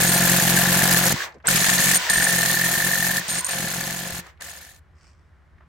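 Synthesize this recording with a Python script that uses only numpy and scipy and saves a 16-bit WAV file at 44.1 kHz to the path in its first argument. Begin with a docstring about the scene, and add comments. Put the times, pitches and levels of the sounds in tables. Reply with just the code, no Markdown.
"""An electric demolition hammer chisels a concrete slab in a garden, in short bursts that fade away.
Each turn of the crank thumps the slab, knocks the housing, rings the chisel and crushes grit.
Pieces split off, the steel rings bright when it bounces clear, and between bursts the motor whirs.
Underneath, a diesel idles far off in still air; boots scuff the dry soil at the end."""
import sys
import numpy as np
from scipy import signal
from scipy.fft import rfft, irfft, next_fast_len
from scipy.io import wavfile

SR = 44100
rng = np.random.default_rng(int(sys.argv[2]) if len(sys.argv) > 2 else 0)


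def write(x):
    x = np.atleast_2d(x).T
    wavfile.write(sys.argv[1], SR, np.round(np.clip(x, -1, 1) * 32767).astype(np.int16))


N = 250468
TIME = np.arange(N) / SR

# EQ curves for garden air, a dragging sole, fan air, crushed concrete, fine grit and coarse gravel.
# Each row: frequency in Hz, gain in dB.
GARDEN_EQ = [(15, -65.5), (25, -25.5), (80, -9.5), (114, -18), (153, -24.5), (236, -29.5), (463, -35),
             (840, -34), (936, -36.5), (1070, -32.5), (1940, -35), (2610, -45.5), (16000, -70.5)]
SOLE_EQ = [(800, -3), (2500, 0), (3900, -12), (4700, 0), (5600, 1), (6600, -8), (8400, -5), (10000, -27),
           (15000, -30.5)]
FAN_EQ = [(59, -57.5), (100, -13), (295, -16.5), (535, -4.5), (891, -6), (970, -2), (1330, -6), (1800, 0),
          (2690, -8.5), (7770, -16.5), (9610, -28), (16000, -23.5)]
CRUSH_EQ = [(30, -3), (60, -20), (250, 7), (430, -7.5), (900, -3.5), (1500, 5.5), (2200, 7.5), (2900, 2.5),
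            (4000, -1.5), (5200, 1), (7500, 7), (10000, 2), (13000, -26), (16000, -31.5)]
GRIT_EQ = [(2000, -24.5), (6000, -16.5), (9000, -5.5), (12500, 3), (13500, 7), (14200, -8.5), (15700, -2),
           (16000, -4.5)]
GRAVEL_EQ = [(1500, -26.5), (3000, -7), (3700, 0), (4700, -1), (5600, -7.5), (9000, -21)]
# EQ curves for the slab's thump, a bounce's tick and a split's snap, with the same columns.
THUMP_EQ = [(45, 5), (90, -5), (130, 7.5), (400, -4), (900, -26.5)]
TICK_EQ = [(1000, -33.5), (4500, -7), (6600, 2.5), (9000, 4), (10300, -10), (12000, -29.5)]
SNAP_EQ = [(200, -14), (1500, -8.5), (8000, -5), (15000, -29)]
# Noise bands for soil and fragments. Each row: multiple of the centre frequency, gain in dB.
SOIL_BAND = [(1 / 8, -20), (1 / 2, -12), (1, 0), (2, -16), (4, -40), (16, -65)]
DEBRIS_BAND = [(1 / 8, -30), (1 / 2, -8), (1, 0), (1.6, -9), (2.5, -35), (5, -70)]
# Partials of the idling diesel and of the free chisel. 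Each row: pitch in Hz, level in dB.
DIESEL_TONES = [(68.5, -58.5), (82, -59), (154, -68), (365, -78.5)]
FREE_CHISEL_TONES = [(4161, -21), (6690, -14), (8775, -3.5), (8815, -16), (9720, -25), (13070, -18)]
# Resonances of slab, housing and chisel. Each row: pitch in Hz, bandwidth in Hz, relative level in dB.
SLAB_MODES = [(141, 56, -7.5), (177, 17, 0), (228, 20, -14), (319.7, 22, -8), (350, 6.7, -2)]
HOUSING_MODES = [(526, 12, -19), (546, 23, 3.5), (692, 13, 4), (743, 77, -12.5), (844, 100, -2.5),
                 (1026, 33, -2.5), (1167, 41, -5.5), (1430, 200, -3.5), (1610, 110, -4.5)]
CHISEL_MODES = [(3480, 110, -11), (4230, 190, -4), (6520, 120, -3), (6690, 100, 1.5), (7735, 70, -9),
                (8785, 60, -8), (9720, 150, -1), (13090, 140, 1)]
# Soil shifts under tool and boots; the row at 4.272 s gives the dull low body of a concrete split. Each row:
# time and half width in seconds, centre in Hz, level in dB.
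SOIL_SCUFFS = [(1.141, 0.011, 166, -23), (1.36, 0.015, 490, -45.5), (1.377, 0.0083, 250, -49),
               (2.144, 0.027, 74.6, -50), (2.187, 0.028, 66.4, -39), (4.13, 0.039, 85.1, -44),
               (4.272, 0.0074, 1103, -42.5), (5.586, .004, 1710, -56.5), (5.609, 0.0025, 1200, -48.5),
               (5.625, 0.016, 1185, -58.5)]
# Fragments scrape as the tool is shifted. Each row: start and decay in seconds, centre in Hz, level in dB.
DEBRIS_SLIDES = [(1.322, 0.0096, 4010, -54.5), (1.343, 0.0077, 5000, -54), (1.384, .004, 5500, -65),
                 (1.402, .008, 1670, -49), (1.426, .006, 4050, -63), (4.375, .006, 2570, -57)]
# The trigger is let go. Each row: release in seconds, next squeeze in seconds.
TRIGGER_RELEASES = [(1.243, 1.435), (4.295, 4.388)]
# The motor runs free between bursts. Each row: start in seconds, fan level in dB, fan treble in dB,
# nominal whine pitch in Hz, whine level in dB.
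FREE_RUNS = [(1.1, -28, 2, 1141, -42), (1.95, -25, 2.5, 996, -35.5), (3.18, -26, 2.5, 1015, -46),
             (3.4, -28.5, 2, 1040, -34), (4.18, -34, -1, 1070, -55)]
# The crank slows where the tool is leaned on hardest. Each row: time in seconds, blows per second.
CRANK_RATE = [(0, 44.2), (.5, 44.4), (.9, 45), (1.5, 44.2), (1.85, 45.4), (2.2, 44.5), (2.6, 42.4),
              (2.9, 45.2), (3.3, 44.7), (4.0, 44)]
# The tip bites bare concrete. Each row: time and half width in seconds, level in dB.
TIP_BITES = [(1.472, .00045, -3), (1.4752, .003, -20), (1.4784, .0012, -8.5), (3.4465, .0006, -8)]
# The chisel bounces clear. Each row: start in seconds, time in the air in seconds, level in dB.
CHISEL_BOUNCES = [(0.076, 0.05, -15.5), (0.149, 0.025, -17), (1.945, 0.031, -9.5), (2.098, 0.025, -13.5),
                  (2.134, 0.028, -16), (2.169, 0.018, -16), (2.217, 0.015, -19), (2.241, 0.013, -14),
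                  (2.284, .02, -18), (2.378, 0.027, -22.5), (2.49, .02, -23), (3.281, 0.0066, -18),
                  (3.293, 0.01, -19), (3.303, 0.041, -13.5), (3.345, 0.04, -19), (3.384, 0.024, -16),
                  (3.408, 0.0043, -19), (3.446, 0.016, -14), (3.465, 0.0057, -13), (3.485, 0.0073, -25),
                  (3.508, 0.017, -14.5), (3.533, 0.0086, -22)]
# Large pieces of concrete break off. Each row: time in seconds, level in dB.
CONCRETE_SPLITS = [(0.0483, -10), (0.3336, -9), (0.398, -7), (0.5734, -11), (0.8944, -9), (0.9634, -9),
                   (0.9705, -8), (1.0665, -11), (1.1204, -12), (1.6437, -6), (1.667, -9), (1.699, -5),
                   (1.841, -9), (1.7918, -7), (2.0986, -8), (2.3481, -11), (2.4598, -3), (2.5152, -9),
                   (2.589, -9), (2.6698, -9), (3.1692, -4.5), (3.5877, -8), (3.806, -9), (4.106, -9),
                   (4.2672, -20), (4.4214, -7)]
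# The loose chisel clangs hard in its holder. Each row: time in seconds, pitch in Hz, level in dB.
HOLDER_CLANGS = [(0.212, 1740, -21), (.297, 1740, -13.5), (.334, 1740, -17.5), (.402, 1720, -12.5),
                 (.575, 1680, -12.5), (.617, 1740, -19.5), (.658, 1720, -20), (.69, 1720, -16),
                 (.743, 1720, -14), (0.794, 1750, -14), (0.821, 1740, -13.5), (0.894, 1740, -16.5),
                 (0.915, 1740, -17), (0.948, 1740, -17), (.97, 1700, -16), (1.04, 1740, -17.5),
                 (1.207, 1620, -25.5), (1.222, 1690, -22), (1.485, 1490, -14.5), (1.58, 1780, -18.5),
                 (1.643, 1780, -17), (1.666, 1760, -17.5), (1.674, 1760, -15.5), (1.697, 1780, -14.5),
                 (1.732, 1780, -15), (1.79, 1780, -13.5), (1.941, 1780, -16.5), (2.052, 1780, -28),
                 (2.07, 1780, -22), (2.095, 1780, -15), (3.215, 1780, -19.5), (4.6, 1730, -28)]
# The tip skids and the thump ducks. 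Each row: time and half width in seconds, thump change in dB.
TIP_SKIDS = [(0.035, 0.0078, -9.5), (0.19, 0.021, -2), (0.28, 0.017, -4.5), (0.41, 0.0088, -15),
             (1.655, 0.028, -6), (1.736, 0.024, -3.5), (1.83, .012, -21.5), (1.943, 0.011, -10.5),
             (2.265, .025, -3), (2.75, 0.072, 0), (2.96, .02, -5), (3.51, 0.027, -11)]
# The chisel is pressed on the slab. Each row: start, end and seating time in seconds, faders for thump,
# housing and ring in dB, ring pitch in Hz, chatter against the ring's tone in dB, then faders for
# high steel, crushing and fine grit in dB.
CHISEL_BURSTS = [ (-0.02, 1.126, 0.0033, -26, -28, -28, 1735, 2.5, -27.5, -23, -23.5),
                 (1.48, 1.971, 0.002, -30.5, -33, -28, 1772, -6.5, -25.5, -21, -27.5),
                 (2.098, 3.198, 0.092, -31, -32, -20.5, 1796, -4, -26.5, -24.5, -24.5),
                 (3.284, 3.398, 0.034, -30.5, -32.5, -30, 1739, -2, -28, -23.5, -41),
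                 (3.483, 4.204, 0.03, -28.5, -30, -27.5, 1749, -2, -27, -23, -28),
                 (4.407, 4.794, 0.027, -41.5, -31.5, -27, 1764, 1, -27, -24.5, -29), ]

FADE_S = (2.0, 4.82)  # the whole tool fades evenly to silence between these times


def undb(db):
    """Decibels to gain."""
    return 10 ** (np.asarray(db) / 20)


def unit(x):
    """Scale to an rms of 1."""
    return x / np.sqrt(np.mean(x ** 2))


def convolve(x, response):
    """Pass a sound through a response; either may have two channels."""
    return signal.oaconvolve(np.atleast_2d(x), np.atleast_2d(response), axes=1)[:, :N]


def colour(x, points):
    """Apply a smooth EQ curve of (Hz, dB) points."""
    hz, db = np.transpose(points)
    size = next_fast_len(N + SR // 10)
    bins = np.fft.rfftfreq(size, 1 / SR)
    gain = undb(np.interp(np.log(bins + 1), np.log(hz), db))
    return irfft(rfft(x, size) * gain, size)[..., :N]


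def modes(table):
    """Impulse response of a set of damped resonances."""
    t = TIME[:SR // 4]
    return sum(undb(db) * width * np.exp(-np.pi * width * t) * np.cos(2 * np.pi * hz * t)
               for hz, width, db in table)


def pulses(times, sizes):
    """One impulse at each time."""
    return np.bincount(np.clip(times * SR, 0, N).astype(int), sizes, N + 1)[:N]


def noise(mono):
    """White stereo noise; mono is the share of power common to both channels."""
    return np.sqrt(mono) * rng.standard_normal(N) + np.sqrt(1 - mono) * rng.standard_normal((2, N))


def band(shape, hz, mono):
    """A band of noise centred on hz."""
    return unit(colour(noise(mono), [(hz * ratio, db) for ratio, db in shape]))


def cracks(hits, decay_s, mono):
    """Each impulse becomes a short, fading spray of noise."""
    power = convolve(hits ** 2, np.exp(-2 * TIME[:SR // 8] / decay_s))
    return np.sqrt(np.abs(power)) * noise(mono)


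def wander(hz):
    """A smooth random modulator with a spread of 1, rolling off above hz."""
    return unit(colour(rng.standard_normal(N), [(hz, 0), (hz * 4, -24), (hz * 20, -90)]))


def stereo_wander(hz):
    """A separate random modulator for each ear."""
    return np.array([wander(hz), wander(hz)])


def bump(s, half_s):
    """A smooth rise and fall around a moment."""
    return np.exp(-((TIME - s) / half_s) ** 2)


def held(table, lead_s):
    """Each column of a cue table, held from lead_s before its row starts until the next takes over."""
    rows = np.array(table)
    return rows[np.searchsorted(rows[1:, 0] - lead_s, TIME)].T


def scatter(x, decay_s, wet_db):
    """Ground and walls add a dense echo that differs at each ear."""
    t = TIME[:SR // 4]
    echo = rng.standard_normal((2, len(t))) * np.exp(-t / decay_s) * np.sqrt(2 / (decay_s * SR))
    return x + undb(wet_db) * convolve(x, echo)


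def garden():
    """A bed of still air and the low beating of a distant diesel, coming up as the tool fades."""
    diesel = sum(undb(db) * np.sqrt(2) * np.sin(2 * np.pi * hz * TIME + .49 * wander(hz=2))
                 for hz, db in DIESEL_TONES)
    air = undb(-56) * unit(colour(noise(mono=.69), GARDEN_EQ))
    return undb(np.interp(TIME, FADE_S, [-3, 0])) * (diesel + air)


def soil():
    """Loose soil gives way in soft thuds and scuffs, and a split at 4.27 s gets its dull low body."""
    return sum(undb(db) * bump(s, half_s) * band(SOIL_BAND, hz, mono=.89)
               for s, half_s, hz, db in SOIL_SCUFFS)


def boot_drag(peak_s=5.065, width_s=.06, count=6000):
    """Grains of dry soil grate under a dragging sole, which lands quickly and trails off."""
    times = rng.uniform(0, N / SR, count)
    grains = pulses(times, undb(3.5 * np.minimum(rng.exponential(size=count), 2.5)))
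    along = (TIME - peak_s) / width_s
    stroke = np.where(along < 0, bump(peak_s, 1.3 * width_s), 1 / (1 + along ** 2))
    return undb(-60) * stroke * unit(colour(cracks(grains, decay_s=.002, mono=.6), SOLE_EQ))


def debris():
    """Small fragments catch suddenly and slide to rest."""
    out = np.zeros((2, N))
    for s, decay_s, hz, db in DEBRIS_SLIDES:
        slide = (TIME >= s) * np.exp(-np.abs(TIME - s) / decay_s)
        out += undb(db) * slide * band(DEBRIS_BAND, hz, mono=.46)
    return out


def motor_speed(coast_s=.28, spin_up_s=.00924):
    """Share of full speed: the motor coasts down off the trigger and snaps back on the squeeze."""
    speed = np.ones(N)
    for released, squeezed in TRIGGER_RELEASES:
        lost = 1 - np.exp(-np.clip(TIME - released, 0, squeezed - released) / coast_s)
        speed -= lost * np.exp(-np.maximum(TIME - squeezed, 0) / spin_up_s)
    return speed


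def motor_db(speed, load, free_db, loaded_db, stop_drop_db):
    """Ride a level between free and loaded running, and pull it down as the motor slows."""
    return free_db * (1 - load) + loaded_db * load - stop_drop_db * (1 - speed)


def fan(speed, load, hiss_lag_s=.012):
    """Fan air whirs, fainter and duller as the motor runs down; the hiss follows a little late."""
    air = unit(colour(noise(mono=.27), FAN_EQ))
    low = colour(air, [(1200, 7.5), (2500, 3.5), (6000, -28.5)])
    _, free_db, free_treble_db, _, _ = held(FREE_RUNS, lead_s=0)
    late_speed = np.interp(TIME - hiss_lag_s, TIME, speed)
    level_db = motor_db(speed, load, free_db, loaded_db=-25.5, stop_drop_db=100)
    treble_db = motor_db(late_speed, load, free_treble_db, loaded_db=3, stop_drop_db=53)
    return undb(level_db) * (low + undb(treble_db) * (air - low))


def whine(speed, load):
    """Rough tones of armature and gear stand out off load and sink with the motor's speed."""
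    *_, hz, free_db = held(FREE_RUNS, lead_s=0)
    level_db = motor_db(speed, load, free_db, loaded_db=-55, stop_drop_db=59.5)
    phase = 2 * np.pi * np.cumsum(hz * speed * (1 + .023 * wander(hz=15))) / SR
    armature, gear = (np.sin(ratio * phase + .7 * wander(hz=70)) * (1 + .7 * wander(hz=90))
                      for ratio in (.97, 1.42))
    return undb(level_db) * (armature + undb(-4) * gear)


def pressed(late_s, edge_s):
    """A gate: 1 while the chisel is pressed on the slab, 0 in the pauses."""
    return sum(np.clip(np.minimum(TIME - start, end + late_s - TIME) / edge_s + .5, 0, 1)
               for start, end, *_ in CHISEL_BURSTS)


def crank():
    """Blow times at a wavering rate; now and then the striker catches the chisel early or late."""
    rate = np.interp(TIME, *np.transpose(CRANK_RATE)) * (1 + .012 * wander(hz=5))
    completed = np.floor(np.cumsum(rate) / SR)
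    turns = TIME[np.flatnonzero(np.diff(completed, prepend=-1))]
    chance, slip = rng.random((len(turns), 2)).T
    return turns + (chance < .12) * (slip - .5) * .016


def blows(turns, lag_s, jitter_s, spread_db):
    """One impulse per crank turn, each a little off in time and strength."""
    late, size = rng.standard_normal((len(turns), 2)).T
    return pulses(turns + lag_s + jitter_s * late, undb(spread_db * np.minimum(size, 1)))


def bites(hz=8300):
    """Very short, bright ticks of steel on stone."""
    ticks = sum(undb(db) * bump(s, half_s) for s, half_s, db in TIP_BITES)
    return ticks * np.sin(2 * np.pi * hz * TIME + .8 * stereo_wander(hz=1000))


def bounces(free_decay_s=.05, choke_s=.0025, linger_s=.05):
    """Clear of the concrete, the steel ticks and holds a buzzing ring; landing chokes all but a trace."""
    swell, t = np.zeros(N), TIME[:SR // 4]
    trace = undb(-17) * np.exp(-t / linger_s)
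    for s, air_s, db in CHISEL_BOUNCES:
        at = int(s * SR)
        choked = np.exp(-t / free_decay_s - np.maximum(t - air_s, 0) / choke_s)
        swell[at:at + len(t)] += undb(db) * (choked + trace)
    phase = .6 * stereo_wander(hz=70)
    buzz = .85 + .25 * wander(hz=200)
    ring = sum(undb(db) * np.sin(2 * np.pi * hz * TIME + phase) for hz, db in FREE_CHISEL_TONES)
    s, _, db = np.transpose(CHISEL_BOUNCES)
    tick = colour(cracks(pulses(s, undb(db)), decay_s=.0039, mono=.42), TICK_EQ)
    return swell * buzz * ring + tick


def splits():
    """Sharp cracks as pieces break away; each jolts the chisel into a short ring."""
    s, db = np.transpose(CONCRETE_SPLITS)
    snap = cracks(pulses(s, undb(db)), decay_s=.002, mono=.4)
    ring = np.std(snap) * unit(convolve(snap, modes(CHISEL_MODES)))
    return colour(snap, SNAP_EQ) + undb(-8.5) * ring


def chips(count=2600, low_hz=2300, high_hz=12000):
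    """Flying splinters ping at random, each with its own pitch, decay, strength and pan."""
    out, t = np.zeros((2, N + SR // 50)), TIME[:SR // 50]
    for when, pitch, size, length, side, skew in rng.random((count, 6)):
        hz = low_hz * (high_hz / low_hz) ** pitch
        decay_s = .0013 * (.2 + length)
        ear_offset = np.array([[0], [.8 * (skew - .5)]])
        ring = np.exp(-t / decay_s) * np.sin(2 * np.pi * (hz * t + ear_offset))
        at = int(when * N)
        out[:, at:at + len(t)] += (.15 + size ** 5) * np.sqrt([[side], [1 - side]]) * ring
    return out[:, :N]


def gravel(turns):
    """Coarse gravel bursts under the tip in short, gritty cracks."""
    hits = blows(turns, lag_s=.006, jitter_s=.004, spread_db=4)
    hits += blows(turns, lag_s=.016, jitter_s=.005, spread_db=4)
    return unit(colour(cracks(hits, decay_s=.0022, mono=.35), GRAVEL_EQ))


def crushing(turns, count=900):
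    """Concrete crumbles under every blow and rebound, and snaps in between."""
    hits = blows(turns, lag_s=.0058, jitter_s=.0022, spread_db=6)
    hits += 1.1 * blows(turns, lag_s=.019, jitter_s=.0029, spread_db=1.5)
    snap_times = rng.uniform(0, N / SR, count)
    snaps = pulses(snap_times, undb(4 * np.minimum(rng.exponential(size=count), 2.2)))
    crumble = unit(cracks(hits, decay_s=.015, mono=.08))
    crackle = unit(cracks(snaps, decay_s=.0008, mono=.16))
    return unit(crumble + undb(-3) * crackle)


def knocks(rows, half_s=.0034, sag_per_s=17.14):
    """A hollow clang for each (s, Hz, dB); high bending waves arrive first, so the pitch sags."""
    out = np.zeros((2, N))
    for (s, hz, db), (phase, skew) in zip(rows, rng.random((len(rows), 2))):
        near = slice(*np.searchsorted(TIME, [s - 3 * half_s, s + 3 * half_s]))
        t = TIME[near] - s
        ear_offset = np.array([[0], [.45 * (skew - .5)]])
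        cycles = hz * (t - sag_per_s * t ** 2 / 2) + phase + ear_offset
        out[:, near] += undb(db) * np.exp(-(t / half_s) ** 2) * np.sin(2 * np.pi * cycles)
    return scatter(out * (1 + .3 * wander(hz=220)), decay_s=.0024, wet_db=-10)


def clatter(turns, hz, jitter_s):
    """One uneven knock per turn, left out where a holder clang is close in time and pitch."""
    late, pitch, size = rng.standard_normal((len(turns), 3)).T
    times = turns + .007 + jitter_s * late
    rows = np.transpose([times, hz * (1 + .018 * pitch), 2.2 * np.minimum(size, .8)])
    clang_s, clang_hz, _ = np.transpose(HOLDER_CLANGS)
    taken = np.any((np.abs(times[:, None] - clang_s) < .011) & (np.abs(clang_hz - hz) < 300), axis=1)
    return unit(knocks(rows[~taken]))


def housing(turns):
    """Striker and rebound knock the casing twice a turn; loose parts rattle after them."""
    hits = blows(turns, lag_s=.00299, jitter_s=.00014, spread_db=1.5)
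    hits += .5 * blows(turns, lag_s=.0125, jitter_s=.0012, spread_db=5)
    rattle = undb(1.5) * unit(cracks(hits, decay_s=.0094, mono=1))
    pan = undb([[1.9], [-1.9]])
    return unit(convolve(unit(hits) + rattle, modes(HOUSING_MODES))) * pan


def high_steel(turns, groups=3):
    """Each blow rings the chisel's high modes in a new mixture."""
    ring = np.zeros((2, N))
    for k in range(groups):
        hits = blows(turns, lag_s=.008, jitter_s=.004, spread_db=2)
        ring += convolve(cracks(hits, decay_s=.008, mono=.2), modes(CHISEL_MODES[k::groups]))
    return unit(ring)


def chisel_ring(turns, hz, chatter_db):
    """The bending mode swells and is damped each turn: it sings held firmly and clatters when loose."""
    pump = np.exp(-((TIME[:SR // 40] - .008) / .0039) ** 2)
    swell = .2 + convolve(blows(turns, lag_s=0, jitter_s=.0013, spread_db=1.2), pump)
    # the swinging rod reaches each ear by changing paths
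    phase = .45 * wander(hz=12) + .38 * stereo_wander(hz=25)
    tone = unit(swell * np.sin(2 * np.pi * np.cumsum(hz) / SR + phase))
    chatter = undb(chatter_db) * clatter(turns, hz=1740, jitter_s=.0022)
    return (tone + chatter) / np.hypot(1, undb(chatter_db))


def slab(turns):
    """The recoil drives the slab's low modes, which ring on into the next blow."""
    hits = blows(turns, lag_s=.00072, jitter_s=.00059, spread_db=1) * pressed(late_s=.0017, edge_s=.005)
    thump = colour(convolve(hits, modes(SLAB_MODES)), THUMP_EQ)
    pan = undb([[.4], [-.4]])
    return unit(scatter(thump, decay_s=.023, wet_db=-39)) * pan


def hammer():
    """The crank drives stone, metal and slab together; thump and grit build as the tip seats itself."""
    turns = crank()
    (start, _, seat_s, thump_db, housing_db, ring_db, ring_hz,
     chatter_db, steel_db, crush_db, grit_db) = held(CHISEL_BURSTS, lead_s=.01)
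    unseated = np.exp(-np.maximum(TIME - start, 0) / seat_s)
    grit_db -= 23.5 * unseated
    thump_db -= 8 * unseated
    thump_db += 1.7 * wander(hz=28)  # uneven push on the handles
    thump_db += sum(db * bump(s, half_s) for s, half_s, db in TIP_SKIDS)
    crush = crushing(turns)
    rubble = unit(colour(crush, CRUSH_EQ)) + undb(-6.5) * unit(chips()) + undb(-9) * gravel(turns)
    stone = undb(crush_db - 2) * rubble + undb(grit_db - 1) * unit(colour(crush, GRIT_EQ))
    casing = housing(turns)
    casing += undb(-5.5) * clatter(turns, hz=720, jitter_s=.003)  # the striker's hollow clack
    ring = undb(ring_db - 1.86) * chisel_ring(turns, ring_hz, chatter_db)
    body = undb(housing_db) * casing + ring + undb(steel_db) * high_steel(turns)
    contact = pressed(late_s=.002, edge_s=.005)
    return (stone + body) * contact + undb(thump_db - .04) * slab(turns)


def scene():
    """The tool fades out with a light echo, over soil, boots and the garden bed."""
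    speed, load = motor_speed(), pressed(late_s=.0079, edge_s=.025)
    impacts = hammer() + bounces() + bites() + splits() + knocks(HOLDER_CLANGS)
    tool = impacts + fan(speed, load) + whine(speed, load)
    fade = np.interp(TIME, FADE_S, [1, 0])
    return scatter(fade * tool, decay_s=.041, wet_db=-26) + soil() + debris() + boot_drag() + garden()


def record(dry):
    """A steep low-pass at 15850 Hz trims the very top."""
    return signal.sosfilt(signal.ellip(10, .2, 80, 15850, fs=SR, output="sos"), dry)


dry = scene()
out = record(dry)
write(out)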